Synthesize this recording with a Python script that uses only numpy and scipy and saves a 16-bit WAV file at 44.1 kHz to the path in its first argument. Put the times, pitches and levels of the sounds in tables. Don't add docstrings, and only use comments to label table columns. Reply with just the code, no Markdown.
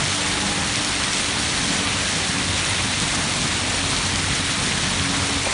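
import sys
import numpy as np
from scipy import signal
from scipy.io import wavfile
from scipy.ndimage import uniform_filter1d

SR = 44100
rng = np.random.default_rng(int(sys.argv[2]) if len(sys.argv) > 2 else 0)


def int16_out(signal):
    q = np.round(np.clip(np.atleast_2d(signal).T, -1, 1) * 32767)
    wavfile.write(sys.argv[1], SR, q.astype(np.int16))


def gain_from_db(level_db):
    decades = np.asarray(level_db, float) / 20
    return 10 ** decades


N = 243917


def evened(x):
    return x / np.sqrt(np.mean(x ** 2) + 1e-20)


def read(points, hz):
    f, value = np.transpose(points)
    return np.interp(np.log(hz + 1), np.log(f + 1), value)


def add(mix, s, sound):
    part = mix[round(s * SR):][:len(sound)]
    part += sound[:len(part)]


def drift(rate_hz):
    slow = signal.butter(2, rate_hz, fs=SR, output="sos")
    wander = signal.sosfilt(slow, rng.standard_normal(N + SR))
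    return evened(wander[SR:])


def noise(spectrum, patchy_db, size):
    hz = np.fft.rfftfreq(size, 1 / SR)
    a, b, patches = rng.standard_normal((N * 4 // size + 5, len(hz), 3)).T
    patches = uniform_filter1d(patches, size=12, axis=0)
    patches = evened(uniform_filter1d(patches, size=10, axis=1))
    level_db = read(spectrum, hz)[:, None] + patchy_db * patches
    z = (a + 1j * b) * gain_from_db(level_db)
    return evened(signal.istft(z, nperseg=size, noverlap=size * 3 // 4)[1][:N])


def click(hz, turns, phase):
    t = (np.arange(160) - 32) / SR
    lopsided = np.where(t < 0, .7, 1.3)
    width = lopsided * turns / (2 * hz)
    return np.exp(-(t / width) ** 2) * np.cos(2 * np.pi * hz * t + phase)


def ring(hz, t60):
    t = np.arange(SR // 10) / SR
    soft_start = 1 - np.exp(-t / 0.0029)
    return gain_from_db(-60 * t / t60) * soft_start * np.sin(2 * np.pi * hz * t)


def scatter(shapes, per_s, spread_db, cap):
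    chance = per_s * gain_from_db(3.7 * drift(9)) / SR
    strength = gain_from_db(spread_db * np.minimum(rng.exponential(1, N), cap))
    hits = strength * (rng.random(N) < chance)
    which = rng.integers(0, len(shapes), N)
    return evened(sum(signal.oaconvolve(hits * (which == k), shape)[:N] for k, shape in enumerate(shapes)))


# pitch in Hz, level in dB per Hz.
FAR_HAIL_SPECTRUM = [(190, -20), (320, -0.5), (400, -2), (594, -2.5), (950, -1), (1500, -1), (2150, 0),
                     (2800, -2.5), (3700, -1.5), (4550, -4), (5800, -6), (7800, -10), (9030, -7),
                     (10000, -10), (13000, -8)]


def wash():
    body = noise(FAR_HAIL_SPECTRUM, patchy_db=1.03, size=512)
    return gain_from_db(-22.5 + 0.13 * drift(0.99) + 0.25 * drift(20)) * body


def patter():
    pitches = np.geomspace(2800, 10500, num=24)
    phases = rng.uniform(0, 2 * np.pi, 24)
    clicks = [click(hz, 0.71, phase) for hz, phase in zip(pitches, phases)]
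    pings = [ring(hz, 0.01) for hz in np.geomspace(1900, 9800, num=44)]
    dry = gain_from_db(-29.0) * scatter(clicks, per_s=1600, spread_db=3.0, cap=3.1)
    no_bass = signal.butter(2, 1800, "high", fs=SR, output="sos")
    dry = signal.sosfilt(no_bass, dry)
    return dry + gain_from_db(-38) * scatter(pings, per_s=250, spread_db=3.0, cap=4.9)


# time in seconds, base rate in Hz.
IDLE_SPEED = [
    (0, 49.04),
    (.6, 48.57),
    (2.3, 46.85),
    (4.4, 46.02),
    (5.53, 46.7),
]


def engine_turns():
    s, rate_hz = np.transpose(IDLE_SPEED)
    steady_hz = np.interp(np.arange(N) / SR, s, rate_hz)
    return np.cumsum(steady_hz * (1 + 0.0063 * drift(6.1))) / SR


# pitch in Hz, level in dB per Hz.
RUMBLE_SPECTRUM = [(22, -25), (36, -16), (46, -1.5), (56, -3), (80, -0.5), (120, -1.5), (200, -2.5),
                   (290, -6), (330, -12.5), (500, -42)]


def street_rumble(turns):
    t = np.arange(N) / SR
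    rise_db = 0.51 * t
    throb_db = 0.95 * np.sin(np.pi * turns) + 1.4 * drift(11.7)
    return gain_from_db(-32.5 + rise_db + throb_db) * noise(RUMBLE_SPECTRUM, patchy_db=1.7, size=4096)


def swells(rows):
    t = np.arange(N) / SR
    level = gain_from_db(-51.5)
    edge_s = 0.094
    for s, length, db in rows:
        inside = np.minimum(t - s, s + length - t)
        level = level + gain_from_db(db) * np.clip(inside / edge_s + .5, 0, 1)
    return level


MULTIPLES = (1, 2, 3, 4, 6)
# start in seconds, length in seconds, level in dB.
BOOMS = [
    [(-.1, 5.8, -51.5)],
    [(-.1, 0.4, -36.5), (.3, .8, -43), (1.75, 0.47, -38.5), (2.25, 0.4, -37), (2.65, .85, -42),
     (3.55, 0.94, -36.5), (4.8, 0.93, -38)],
    [(-.1, 0.24, -39), (3.0, .45, -44), (4.25, 0.51, -40), (4.82, 0.65, -40)],
    [(.22, 1, -41), (1.5, .4, -43), (2.25, 0.32, -42), (2.9, 0.68, -48), (4.82, 0.29, -35.5)],
    [(-.1, 1.25, -39), (1.25, 0.73, -39.5), (2.3, 0.31, -36.5), (3.05, 0.32, -42), (3.68, 0.3, -38.5),
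     (4.1, 0.51, -41.5), (4.98, 0.48, -34)],
]


def engine_hum(turns):
    hum = np.zeros(N)
    for k, rows in zip(MULTIPLES, BOOMS):
        waver_db = 2.24 * drift(13) + 1.2 * np.sin(np.pi * turns)
        hum += swells(rows) * gain_from_db(waver_db) * np.sin(2 * np.pi * k * turns)
    return np.sqrt(2) * hum


def whine():
    t = np.arange(N) / SR
    length_s, start_hz, sag_hz_per_s = 0.87, 895, 140
    hz = (start_hz - sag_hz_per_s * np.minimum(t, 1)) * (1 + 0.0048 * drift(15))
    beat_db = 6 * np.cos(2 * np.pi * 11.5 * (t - 0.522))
    arch = np.sin(np.pi * np.clip(t / length_s, 0, 1))
    level = gain_from_db(-40 + beat_db + 0.74 * drift(10)) * arch
    return np.sqrt(2) * level * np.sin(2 * np.pi * np.cumsum(hz) / SR)


# time in seconds, peak level in dB, click pitch in Hz.
NEAR_STONES = [(0.4153, -12, 3300), (0.4243, -10.5, 5900), (0.5035, -15, 4500), (0.7583, -4.5, 4600),
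               (0.848, -4, 5200), (0.88, -12, 4400), (1.0378, -6, 4000), (1.1332, -5, 4900),
               (1.4687, -11, 4350), (1.6163, -8, 5420), (1.6304, -10, 4900), (1.873, -6, 3500),
               (2.481, -14, 3600), (2.6446, -12, 3500), (2.6514, -8, 6000), (2.7688, -14, 3600),
               (3.0013, -4, 5900), (3.1485, -5, 4900), (3.1565, -15, 3700), (3.2005, -13, 7500),
               (3.3384, -9, 4900), (3.478, -8, 6000), (3.864, -13, 4000), (3.965, -6, 3600),
               (4.1587, -4, 4800), (4.6638, -8, 3800), (4.722, -8, 2500), (4.9972, -7, 2800),
               (5.0938, -9, 4400), (5.4335, -8.5, 5900)]


def near_stones():
    out = np.zeros(N)
    for s, db, hz in NEAR_STONES:
        phase = rng.uniform(0, 2 * np.pi)
        add(out, s - 32 / SR, gain_from_db(db) * click(1.1 * hz, 1.4, phase))
    return out


# time in seconds, peak level in dB, pitch in Hz.
FENCE_RINGS = [(1.209, -18, 9100), (2.691, -18.5, 9330), (2.693, -16, 8900), (2.706, -16, 2090),
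               (2.716, -21, 2120), (2.762, -19, 3650), (2.764, -14, 3220), (2.792, -16, 2140),
               (3.756, -17, 9160), (5.412, -21, 2400), (5.453, -14, 2380), (5.474, -20, 2430),
               (5.475, -24, 2650), (5.496, -17, 1046)]


def fence_rings():
    out = np.zeros(N)
    for s, db, hz in FENCE_RINGS:
        add(out, s, gain_from_db(db) * ring(hz, t60=0.038))
    return out


def rattle():
    out = np.zeros(N)
    end_s, gap_s, slower, hz = 5.4732, .0033, 1.08, 646
    cycle = round(SR / hz)
    knock = -np.hanning(2 * cycle) * np.cos(2 * np.pi * np.arange(2 * cycle) / cycle)
    for k in range(5):
        s = end_s - k * gap_s * slower ** k
        add(out, s - cycle / SR, gain_from_db(-12.5 - 3 * k) * knock)
    return out


def walls(x):
    t = np.arange(SR // 8) / SR
    tail = rng.standard_normal(len(t)) * gain_from_db(-60 * t / 0.28) * (t > .002)
    return signal.oaconvolve(x, tail / np.linalg.norm(tail))[:N]


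def scene():
    far = wash()
    hits = patter() + near_stones() + fence_rings() + rattle()
    turns = engine_turns()
    engine = engine_hum(turns) + whine() + street_rumble(turns)
    mono = far + hits + gain_from_db(-8.5) * walls(hits) + engine
    return np.array([mono, mono])


# pitch in Hz, gain in dB.
HOUSING_GAIN = [(30, -11), (42, 0), (4550, 0), (4850, -3.5), (5100, -1), (5700, 0)]


def housing_db(hz):
    return read(HOUSING_GAIN, hz)


def top_cut(x):
    return signal.sosfilt(signal.butter(12, 10930, fs=SR, output="sos"), x)


def record(dry):
    hz, _, z = signal.stft(dry[0], SR, nperseg=2048)
    roll_off_db = .0155 * np.maximum(hz - 10000, 0)
    z = z * gain_from_db(housing_db(hz) - roll_off_db)[:, None]
    below_edge = z[(hz > 9000) & (hz < 10000)]
    typical = np.sqrt(np.mean(abs(below_edge) ** 2))
    threshold_db = -5.8 + 1.8 * rng.standard_normal(z.shape[1])
    kept = (hz[:, None] < 10050) | (abs(z) > gain_from_db(threshold_db) * typical)
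    mono = signal.istft(z * kept, SR, nperseg=2048)[1][:N]
    return top_cut(np.array([mono, mono]))


dry = scene()
out = record(dry)
int16_out(out)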